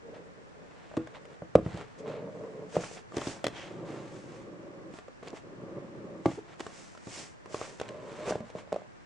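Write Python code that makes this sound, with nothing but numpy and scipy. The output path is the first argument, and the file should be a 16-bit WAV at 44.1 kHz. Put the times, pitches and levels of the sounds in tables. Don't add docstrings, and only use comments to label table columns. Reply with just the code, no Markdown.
import sys
import numpy as np
from scipy import signal
from scipy.fft import rfft, irfft, next_fast_len
from scipy.io import wavfile
from scipy.ndimage import uniform_filter1d, map_coordinates

SR = 44100
rng = np.random.default_rng(int(sys.argv[2]) if len(sys.argv) > 2 else 0)


def master(y):
    cut = np.clip(np.atleast_2d(y).T, -1, 1)
    pcm = np.round(cut * 32767)
    wavfile.write(sys.argv[1], SR, pcm.astype(np.int16))


N = 399161

# centre in Hz, width in Hz, gain in dB.
BOX_FRONT = [(150, 39, -7), (283, 69, -9), (445, 44.6, 2.5), (586, 80, -2), (1070, 130, -18)]
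BOX_TURNED = [(146.4, 64, -6), (339, 69, 0.5), (440, 111, -3.5), (554, 50, 1.5), (1150, 160, -13.5),
              (2300, 690, -35)]
BOX_LOOSE = [(170, 170, -11.5), (330, 175, -4.5), (456, 224, -2), (604, 45, 2), (995, 58, -9)]
TURNS_S = [3.05, 7.4]
# start in seconds, end in seconds, level at start in dB, level at end in dB.
PULLS = [(0.067, 0.315, -45.5, -55.5), (0.38, 0.475, -55, -57.5), (0.578, 0.89, -52.5, -63),
         (1.117, 1.323, -56, -53.5), (1.68, 1.794, -60, -44.5), (2.005, 2.026, -45, -41.5),
         (2.064, 2.305, -37.5, -42), (2.346, 2.48, -41.5, -42), (2.51, 2.634, -45, -42),
         (2.769, 2.797, -34.5, -44), (2.946, 2.967, -48, -50.5), (3.157, 3.383, -45, -52),
         (3.534, 3.75, -53, -45), (3.766, 4.004, -41.5, -42), (4.03, 4.09, -42.5, -47.5),
         (4.118, 4.186, -45.5, -45.5), (4.24, 4.705, -47, -47), (4.74, 4.891, -46.5, -46.5),
         (5.239, 5.292, -50.5, -47.5), (5.454, 5.62, -49.5, -46.5), (5.634, 5.744, -44.5, -43.5),
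         (5.756, 5.793, -40.5, -42.5), (5.83, 5.93, -44.5, -48.5), (5.947, 6.2, -45, -45),
         (6.28, 6.827, -59, -58.5), (7.112, 7.189, -62, -48), (7.478, 7.716, -53, -51.5),
         (7.872, 8.18, -45.5, -45.5), (8.192, 8.306, -42.5, -38.5), (8.411, 8.448, -45, -54),
         (8.564, 8.585, -48, -47), (8.76, 8.8, -46, -55)]
PULL_ATTACK_DB_PER_S, PULL_RELEASE_DB_PER_S = 335.5, 180.5
HARD_PULL_DB, RASP_DB, RASP_GROWTH_EXPONENT = -40, -15.5, 1
# frequency in Hz, relative density in dB per Hz.
RASP_SPECTRUM = [(400, -21), (750, 0.5), (1100, 3), (1450, -8), (2000, -10.5), (3000, -20), (7000, -53)]
SNAGS_PER_S, SNAG_DB = 30, -10.5
GRIP_BEND_SHARE, GRIP_SHIFTS_PER_S = 0.022, 7

# time in seconds, wall level in dB, wall pitch in Hz, wall t60 in seconds, contact in ms,
# then thump, clack, crack and hollow ring in dB re the wall, before the fixed offsets in blow().
KNOCKS = [(0.971, -25, 452, 0.024, 1.8, -25, -13, -27, -3),
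          (0.9736, -16, 290, 0.018, 1.47, -13.5, -26, -33, -10),
          (1.42, -32.5, 570, 0.037, 1.1, -6, -14, -33, -4),
          (1.553, -3.5, 521, 0.023, 1.3, -14.5, -21.5, -29.5, -13.5),
          (1.556, -9.5, 344, 0.021, 0.77, -16, -20, -34, -18),
          (1.662, -26, 274, 0.016, 0.96, -2, -10.5, -35, -7),
          (1.743, -36, 315, 0.03, 1.2, 6, -13, -16, 4.5), (2.755, -33, 564, .016, 1.4, -25, -4, -12, -23),
          (2.7665, -9.5, 500, 0.0082, 0.95, -19.5, -23, -37, -26),
          (2.773, -27.5, 171, 0.055, 1.5, -29, -19, -39, -2.5),
          (3.169, -21, 374, 0.018, 0.63, -18, -11, -19, -5),
          (3.183, -26, 347, 0.011, 0.73, -26, -11, -20.5, -13),
          (3.2712, -23, 290, 0.017, 0.67, -18, -13, -27, -3),
          (3.442, -19.5, 563, 0.018, 0.88, -46, -26, -14.5, -6.5),
          (3.467, -19.5, 477, 0.013, 0.46, -48, -29, -11.5, -18),
          (5.0815, -37.5, 514, 0.035, 1.6, -24, -13, -21, -8),
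          (5.33, -34.5, 460, 0.018, 0.64, -36, -14, -30, -3),
          (6.257, -11, 663, 0.0061, 0.92, -23, -25, -32, -12.5),
          (6.2584, -15, 322, 0.055, 1.7, -13.5, -11, -23, -3.5),
          (7.07, -32.5, 217, 0.015, 1.3, -16, -17, -20, -0.5),
          (8.3075, -18.5, 440, 0.011, 0.9, -26, -24, -40, -6),
          (8.322, -20.5, 607, 0.015, 0.73, -23, -13, -35, -20),
          (8.3552, -19.5, 473, 0.014, 0.69, -21, -27, -33, -10),
          (8.404, -33.5, 218, 0.11, 0.82, -29, -11, -22, 1),
          (8.551, -28, 510, 0.0093, 2.6, -10.5, -29, -33, -1),
          (8.7263, -17.5, 574, 0.011, 1.1, -25.5, -30, -23.5, -10),
          (8.742, -25, 534, 0.015, 1.1, -24, -29, -25, -14), (8.761, -22, 595, 0.01, 3, -42, -23, -30, -27)]
# time in seconds, wall level in dB, wall pitch in Hz,
# then clack and crack in dB re the wall, before the offsets in blow().
TICKS = [(0.9139, -38.5, 597, -11, -26), (0.94, -35, 604, -12, -35), (0.9463, -40, 560, -21, -31),
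         (0.968, -28, 567, -14, -15.5), (1.072, -41.5, 616, -2, -10.5), (1.253, -44, 533, -11, -9.5),
         (1.773, -32, 626, -22, -13.5), (1.811, -39, 430, -4, -10), (2.837, -33, 554, -6, -29),
         (2.913, -35, 470, -16, -18), (3.121, -39, 483, -8, -22), (3.143, -36, 422, -8, -24),
         (3.2168, -33, 430, -0.5, -18), (3.4814, -29.5, 507, -25, -15), (4.938, -36.5, 308, -13, -18),
         (4.9868, -37.5, 423, -10, -12.5), (5.2275, -39, 446, -9, -18), (5.232, -37.5, 450, -13, -21),
         (5.2482, -42, 450, -16, -17), (5.2738, -37.5, 430, -12, -15), (6.316, -32.5, 493, -23, -21),
         (6.5955, -38, 440, -8, -7.5), (6.6033, -34, 354, -18, -4), (6.6066, -32, 410, -15, -8),
         (6.6656, -30.5, 415, -10.5, -13), (6.95, -47, 517, 0, -11), (6.975, -51.5, 563, 2, -1.5),
         (7.458, -40, 417, -4, -11.5), (7.5441, -21, 430, -11.5, -21.5), (7.6136, -25, 474, -10, -26),
         (7.799, -33, 427, -18, -7.5), (7.8132, -21.5, 483, -19, -17), (7.8884, -38.5, 564, -17, -5.5),
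         (8.5009, -39, 503, -27, -14.5), (8.675, -41.5, 595, -23, -23), (8.7215, -26.5, 540, -14.5, -24),
         (8.819, -36.5, 650, -25, -31)]
TICK_CONTACT_MS, TICK_THUMP_DB, TICK_HOLLOW_DB, TICK_T60_CYCLES = 0.42, -31.5, -17, 7.8
# frequency in Hz, level in dB, t60 in seconds.
HOLLOW_FRONT_MODES = [(240, -4, .11), (323, 0, .16), (400, -7, .12), (495, 0, .2), (570, -9, .1),
                      (657, -8, .12), (818, -19, .12), (1109, -22, .13), (1276, -18, .15), (1421, -17, .14)]
HOLLOW_TURNED_MODES = [(126, -12.5, 0.28), (282, -0.5, 0.11), (344, 2, 0.094), (426, -4, .1),
                       (549, -1, .11), (650, -5, 0.15), (713, -18, 0.083), (820, -7, 0.092), (910, -11, .1),
                       (1140, -21, 0.089)]
HOLLOW_LOOSE_MODES = [(180, -4, 0.11), (333, -5, .08), (470, -5, 0.083), (581, -4, .12), (611, -2, 0.1),
                      (1028, -12.5, 0.14)]
TABLE_MODES = [(74.6, -11.5, 0.095), (103.8, -11, 0.1), (128.7, -7.5, 0.22), (160.2, 2.5, 0.093),
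               (178, -4.5, 0.03)]
CLACK_MODES = [(639, -5, 0.036), (1150, -9, 0.044), (1258, -6, 0.016), (1570, -13, .016), (2000, -8, 0.014),
               (2660, -20.5, 0.0091)]
# frequency in Hz, relative density in dB per Hz.
CRACK_SPECTRUM = [(900, 13), (2200, 12.5), (3200, 7.5), (4500, 4.5), (7500, 1), (9800, -9.5),
                  (11000, -26.5)]

# fastest moment in seconds, rise in seconds, fall in seconds,
# skin rubbing on card in dB, card swishing on table and card in dB.
STROKES = [(0.15, 0.024, 0.074, -54, -71), (0.88, 0.55, 0.58, -59.5, -74.5),
           (1.158, 0.031, 0.038, -46, -67), (1.34, 0.11, 0.031, -59, -72), (1.66, 0.048, 0.54, -55, -68),
           (1.81, 0.27, 0.05, -49.5, -63.5), (1.99, 0.02, 0.052, -60, -63), (2.09, 0.068, .2, -50, -68.5),
           (2.38, 0.17, 1, -67, -73), (2.765, 0.094, 0.051, -49.5, -52.5),
           (2.83, 0.079, 0.16, -50.5, -49.5), (2.94, 0.064, 0.1, -63, -53),
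           (2.976, 0.024, 0.045, -47.5, -70), (3.18, 0.066, 0.36, -46.5, -55.5),
           (3.299, 0.19, 0.11, -50, -47.5), (3.57, 0.087, 0.34, -48.5, -61),
           (3.89, 0.072, 0.48, -52.5, -62.5), (4.15, 0.13, 0.31, -61, -63.5), (4.35, 0.2, 0.2, -58, -66),
           (4.97, 0.08, 0.074, -55, -62), (5.28, 0.065, 0.045, -51, -63), (5.366, 0.044, 0.054, -51, -59),
           (5.95, 1, .4, -70.5, -95), (6.29, 0.074, 0.17, -50.5, -57), (6.36, 0.06, 0.036, -69, -61.5),
           (6.535, 0.15, 0.044, -55, -69), (6.63, 0.068, 0.25, -55.5, -59.5),
           (6.77, 0.12, 0.34, -59.5, -56.5), (7.176, 0.17, 0.17, -50.5, -46),
           (7.55, 0.078, 0.36, -52.5, -51.5), (7.64, 0.13, 0.12, -50, -54.5), (7.82, 0.054, 0.33, -54, -67),
           (8.22, 0.36, 0.11, -50.5, -61), (8.274, 0.049, 0.15, -42.5, -52),
           (8.307, 0.041, 0.013, -51, -41.5), (8.49, .08, 0.069, -55.5, -67),
           (8.59, 0.067, 0.058, -50.5, -60.5), (8.76, 0.11, 0.16, -60, -73)]
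# frequency in Hz, relative density in dB per Hz.
RUB_SPECTRUM = [(300, -6), (700, 9), (1200, 3), (2000, 0.5), (3200, -4.5), (4500, -10), (9000, -65.5)]
SWISH_SPECTRUM = [(600, -30), (2000, 4.5), (3800, -0.5), (5500, 4.5), (7500, 3.5), (10000, -9),
                  (10900, -32.5), (12000, -42)]
SWELL_DROP_DB, SWELL_SHAPE = 25, 1.63
GRIP_RUB_DB, GRIP_SWISH_DB = -79.5, -74.5
CATCHES_PER_S, CATCH_DB = 110, -18
# fastest moment in seconds, rise in seconds, fall in seconds, level in dB.
GRITS = [(2.1, .05, .08, -57), (2.83, 0.091, 0.14, -54), (2.972, 0.019, 0.019, -55.5),
         (3.16, 0.028, 0.028, -52.5), (3.26, 0.099, 0.11, -54.5), (5.232, .006, .03, -57),
         (5.268, 0.028, .05, -57.5), (5.366, .025, .035, -60), (7.64, .09, 0.084, -55),
         (8.28, 0.035, 0.046, -48)]
# frequency in Hz, relative density in dB per Hz.
GRIT_SPECTRUM = [(500, 4), (1300, 6.5), (2600, 3.5), (4500, -7), (7500, -6.5), (10000, -28)]
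# fastest moment in seconds, rise in seconds, fall in seconds, level in dB.
BRUSHES = [(3.45, 0.0087, 0.014, -40), (3.57, 0.045, 0.17, -48.5)]
# frequency in Hz, relative density in dB per Hz.
EDGE_SPECTRUM = [(1200, -30), (1900, 5.5), (2500, 2), (3200, 7.5), (3900, -6), (6500, -8), (10000, -42.5)]
# delay in ms, level in dB.
NEAR_ECHOES = [(0.852, -32.5), (2.3, -38.5), (4.4, -16.5)]

# time in seconds, peak in dB, pitch in Hz.
SNAPS = [(2.8428, -35, 2600), (3.168, -28.5, 6560), (3.2757, -32.5, 5030), (5.2836, -37.5, 5900),
         (5.304, -45.5, 5900), (7.833, -42, 2300), (7.882, -44, 4200)]
SNAP_T60_S, SNAP_Q = 0.0097, 2
# time in seconds, peak in dB.
CLICKS = [(3.1824, -26), (3.215, -28.5), (3.271, -30), (3.4428, -23), (3.4448, -24), (3.4673, -18),
          (3.482, -28.5), (5.2743, -41), (7.7995, -34)]
# frequency in Hz, level in dB, t60 in seconds.
RIM_MODES = [(1590, -6.5, 0.021), (1930, 1, 0.011), (2730, -10, 0.0088), (3140, -5.5, 0.021),
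             (3400, 2, 0.014), (4080, -5, 0.0086), (5260, -2.5, 0.01), (8020, -6.5, 0.0053)]
# start in seconds, length in seconds, slips per second, level in dB.
JUDDERS = [(5.331, 0.0096, 500, -35.5), (6.375, 0.018, 400, -34.5), (8.277, 0.023, 510, -30.5)]
JUDDER_EDGE_S, JUDDER_OVERTONE_DB = 0.0016, -14

# frequency in Hz, t60 in seconds.
ROOM_T60 = [(120, 0.3), (500, 0.13), (2000, 0.16), (10000, 0.12)]
# frequency in Hz, relative density in dB per Hz.
HUSH_MID_SPECTRUM = [(15, -43), (25, 5), (65, 7), (97, 11.5), (560, 6.5), (1380, 2), (1770, 2.5),
                     (2860, -7), (3240, -10.5), (5910, -15), (10000, -76), (13000, -106), (22000, -120)]
HUSH_SIDE_SPECTRUM = [(15, -40), (25, 0.5), (99, -5.5), (177, -0.5), (292, -4), (436, -5), (506, -6.5),
                      (1160, -12), (1770, -13.5), (1960, -17), (4060, -30), (7780, -33), (10000, -56.5),
                      (13000, -73.5), (22000, -120)]
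TOP_HZ = 12400


def drag(resonances, hold):
    def box(hz):
        response = 0
        for k, (centre_hz, width_hz, db) in enumerate(resonances):
            damping = 1j * hz * width_hz
            response = response + (-1) ** k * amp(db) * damping / (centre_hz ** 2 - hz ** 2 + damping)
        return response

    slip_spectrum = [(40, -12.5), (120, 7.5), (1200, -1.5), (3000, -8.0), (8000, -34)]
    soft = coloured(slips(rate_per_s=3800, scatter_db=1.5), slip_spectrum)
    grip = np.clip(0.5 + 0.5 * wobble(rate_per_s=GRIP_SHIFTS_PER_S), 0, 1)
    slack = filtered(soft, lambda hz: box(hz / (1 - GRIP_BEND_SHARE)))
    taut = filtered(soft, lambda hz: box(hz / (1 + GRIP_BEND_SHARE)))
    creep = unit((1 - grip) * slack + grip * taut)
    power = np.abs(uniform_filter1d(creep ** 2, size=SR // 14))
    levelled_creep = creep / np.sqrt(power)

    bump_spectrum = [(40, -14), (130, 5), (450, 0), (900, -14), (2500, -45)]
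    bumps = coloured(slips(rate_per_s=SNAGS_PER_S, scatter_db=0), bump_spectrum)
    snags = amp(SNAG_DB) * unit(filtered(bumps, box))

    surge_db = 0.85 * wobble(rate_per_s=24)
    pulls = [row for row in PULLS if np.searchsorted(TURNS_S, row[0]) == hold]
    effort = np.max([pull(*row) for row in pulls], axis=0)
    hardness = (effort / amp(HARD_PULL_DB)) ** RASP_GROWTH_EXPONENT
    scrape = coloured(slips(rate_per_s=1500, scatter_db=1.5), RASP_SPECTRUM)
    rasp = amp(RASP_DB) * hardness * spread(scrape, side_db=-10.5)
    return effort * amp(surge_db - 0.7) * (spread(levelled_creep + snags, side_db=-21.5) + rasp)


def pull(start_s, end_s, start_db, end_db):
    t = np.arange(N) / SR
    attack_db = PULL_ATTACK_DB_PER_S * np.maximum(start_s - t, 0)
    release_db = PULL_RELEASE_DB_PER_S * np.maximum(t - end_s, 0)
    return amp(np.interp(t, [start_s, end_s], [start_db, end_db]) - attack_db - release_db)


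def taps():
    ticks = [(s, db, wall_hz, TICK_T60_CYCLES / wall_hz, TICK_CONTACT_MS,
              TICK_THUMP_DB, clack_db, crack_db, TICK_HOLLOW_DB)
             for s, db, wall_hz, clack_db, crack_db in TICKS]
    holds = (HOLLOW_FRONT_MODES, HOLLOW_TURNED_MODES, HOLLOW_LOOSE_MODES)
    out = np.zeros((2, N + SR))
    for s, db, *touch in KNOCKS + ticks:
        hollow = holds[np.searchsorted(TURNS_S, s)]
        add(out, s, amp(db) * blow(hollow, *touch))
    highpass = signal.butter(N=3, Wn=72, btype="highpass", fs=SR, output="sos")
    return signal.sosfilt(highpass, out[:, :N])


def blow(hollow, wall_hz, wall_t60_s, contact_ms, thump_db, clack_db, crack_db, hollow_db):
    t = np.arange(SR // 3) / SR
    press = 1 - np.exp(-(1000 * t / contact_ms) ** 2)
    flex = press * amp(-60 * t / wall_t60_s)
    wall = flex / flex.max() * np.sin(2 * np.pi * wall_hz * t)
    overtone_gain = amp(clack_db + 5.0 - 60 * t / 0.014)
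    wall += press * overtone_gain * np.sin(2 * np.pi * 2.524 * wall_hz * t)
    hollow_ring = amp(hollow_db - 8.5) * ring(hollow, t, detune=0.0099)
    thump = amp(thump_db) * ring(TABLE_MODES, t, detune=0)
    body = wall + press * (hollow_ring + thump)
    clack = amp(clack_db + 5.5) * np.array([ring(CLACK_MODES, t, detune=0.07) for _ in range(2)])
    noise = coloured(rng.standard_normal((2, len(t))), CRACK_SPECTRUM)
    crack = amp(crack_db + 6.5 - 60 * t / 0.023) * noise
    onset = 1 - np.exp(-t / 0.0006)
    return body + onset * spread(clack + crack, side_db=-8.0)


def strokes():
    rub_power, swish_power = amp(GRIP_RUB_DB) ** 2, amp(GRIP_SWISH_DB) ** 2
    for peak_s, rise_s, fall_s, rub_db, swish_db in STROKES:
        power = swell(peak_s, rise_s, fall_s, 0) ** 2
        rub_power = rub_power + power * amp(rub_db) ** 2
        swish_power = swish_power + power * amp(swish_db) ** 2
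    rub_hiss = coloured(slips(rate_per_s=4000, scatter_db=-0.5), RUB_SPECTRUM)
    swish_hiss = coloured(slips(rate_per_s=23000, scatter_db=-1.5), SWISH_SPECTRUM)
    fibre_snaps = coloured(slips(rate_per_s=CATCHES_PER_S, scatter_db=4.0), CRACK_SPECTRUM)
    rub = np.sqrt(rub_power) * spread(rub_hiss, side_db=-11.5)
    swish = np.sqrt(swish_power) * spread(swish_hiss, side_db=-5.5)
    catches = amp(CATCH_DB) * np.sqrt(swish_power) * spread(fibre_snaps, side_db=-12.5)
    return (rub + swish + catches) * amp(0.82 * wobble(rate_per_s=160))


def swell(peak_s, rise_s, fall_s, db):
    t = np.arange(N) / SR - peak_s
    distance = np.abs(t / np.where(t < 0, rise_s, fall_s))
    return amp(db - SWELL_DROP_DB * distance ** SWELL_SHAPE)


def grit():
    grains = slips(rate_per_s=1100, scatter_db=2) * amp(3.2 * wobble(rate_per_s=130))
    gain = sum(swell(*row) for row in GRITS)
    return gain * spread(coloured(grains, GRIT_SPECTRUM), side_db=-9.5)


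def brush():
    fibres = slips(rate_per_s=6000, scatter_db=2)
    gain = sum(swell(*row) for row in BRUSHES)
    return gain * spread(coloured(fibres, EDGE_SPECTRUM), side_db=-6.0)


def near_echoes(x):
    def comb(hz):
        return 1 + sum(amp(db) * np.exp(-2j * np.pi * hz * ms / 1000) for ms, db in NEAR_ECHOES)

    return filtered(x, comb)


def snaps():
    out, t = np.zeros((2, N)), np.arange(SR // 30) / SR
    for s, db, hz in SNAPS:
        noise = coloured(rng.standard_normal((2, len(t))), CRACK_SPECTRUM)
        burst = amp(-60 * t / SNAP_T60_S) * noise
        snap = signal.lfilter(*signal.iirpeak(hz, SNAP_Q, fs=SR), burst)
        add(out, s, amp(db) * spread(snap / np.abs(snap[0]).max(), side_db=-6.5))
    return out


def clicks():
    out, t = np.zeros((2, N)), np.arange(SR // 20) / SR
    for s, db in CLICKS:
        rim = np.array([ring(RIM_MODES, t, detune=0.022) for _ in range(2)])
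        add(out, s, amp(db) * spread(rim / np.abs(rim[0]).max(), side_db=-8.5))
    return out


def judders():
    out, t = np.zeros(N), np.arange(SR // 12) / SR
    for s, length_s, rate_hz, db in JUDDERS:
        slip_hz = rate_hz * (1 + 0.17 * wobble(rate_per_s=400)[:len(t)])
        phase = 2 * np.pi * np.cumsum(slip_hz) / SR
        attack = 1 - np.exp(-t / JUDDER_EDGE_S)
        release = np.exp(-np.maximum(t - length_s, 0) / JUDDER_EDGE_S)
        tone = np.sin(phase) + amp(JUDDER_OVERTONE_DB) * np.sin(2 * phase)
        add(out, s, amp(db) * attack * release * tone)
    return out


def room(x):
    hz, t, z = signal.stft(rng.standard_normal((2, SR // 2)), SR, nperseg=256)
    build = np.interp(t, [0, 0.014, 0.028], [0.3, 0.4, 1])
    decay = amp(-60 * t / along(ROOM_T60, hz)[:, None])
    tail = signal.istft(z * build * decay, SR, nperseg=256)[1]
    tail = spread(tail / np.linalg.norm(tail[0]), side_db=-13.0)
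    delayed = np.pad(x.mean(0), (SR // 200, 0))
    return signal.fftconvolve(delayed[None], tail, axes=1)[:, :N]


def hush():
    mid = amp(-59.0) * coloured(rng.standard_normal(N), HUSH_MID_SPECTRUM)
    side = amp(-53) * coloured(rng.standard_normal(N), HUSH_SIDE_SPECTRUM)
    return np.array([mid + side, mid - side])


def slips(rate_per_s, scatter_db):
    chance = rng.random(N) < rate_per_s / SR
    size = amp(scatter_db * rng.standard_normal(N))
    return unit(chance * size * rng.standard_normal((2, N)))


def ring(modes, t, detune):
    strength_db = rng.normal(0, 2, len(modes))
    bend = 1 + detune * rng.uniform(-1.4, 1, len(modes))
    out = 0
    for k, (hz, db, t60_s) in enumerate(modes):
        gain = amp(db + strength_db[k] - 60 * t / t60_s)
        out = out + gain * np.sin(2 * np.pi * hz * bend[k] * t)
    return out


def wobble(rate_per_s):
    knots = rng.standard_normal(int(N * rate_per_s / SR) + 4)
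    return map_coordinates(knots, [np.arange(N) * rate_per_s / SR])


def add(out, s, sound):
    out[..., round(s * SR):][..., :sound.shape[-1]] += sound


def spread(pair, side_db):
    side = amp(side_db) * pair[1]
    return np.array([pair[0] + side, pair[0] - side])


def coloured(x, spectrum):
    return unit(filtered(x, lambda hz: amp(along(spectrum, hz))))


def filtered(x, response):
    n = x.shape[-1]
    m = next_fast_len(n + 8192)
    return irfft(rfft(x, m) * response(np.fft.rfftfreq(m, 1 / SR)), m)[..., :n]


def along(points, hz):
    f, v = np.transpose(points)
    return np.interp(np.log(hz + 1), np.log(f + 1), v)


def unit(x):
    return x / np.sqrt(np.mean(x ** 2) + 1e-20)


def amp(db):
    return 10 ** (np.asarray(db) / 20)


def scene():
    lid = drag(BOX_FRONT, hold=0) + drag(BOX_TURNED, hold=1) + drag(BOX_LOOSE, hold=2)
    rubbing = amp(-0.2) * near_echoes(strokes() + brush() + grit())
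    box = lid + rubbing + taps() + snaps() + clicks() + judders()
    pan = amp([[-0.35], [0.35]])
    return (box + amp(-16.0) * room(box)) * pan + hush()


def record(dry):
    return filtered(dry, lambda hz: hz < TOP_HZ)


dry = scene()
out = record(dry)
master(out)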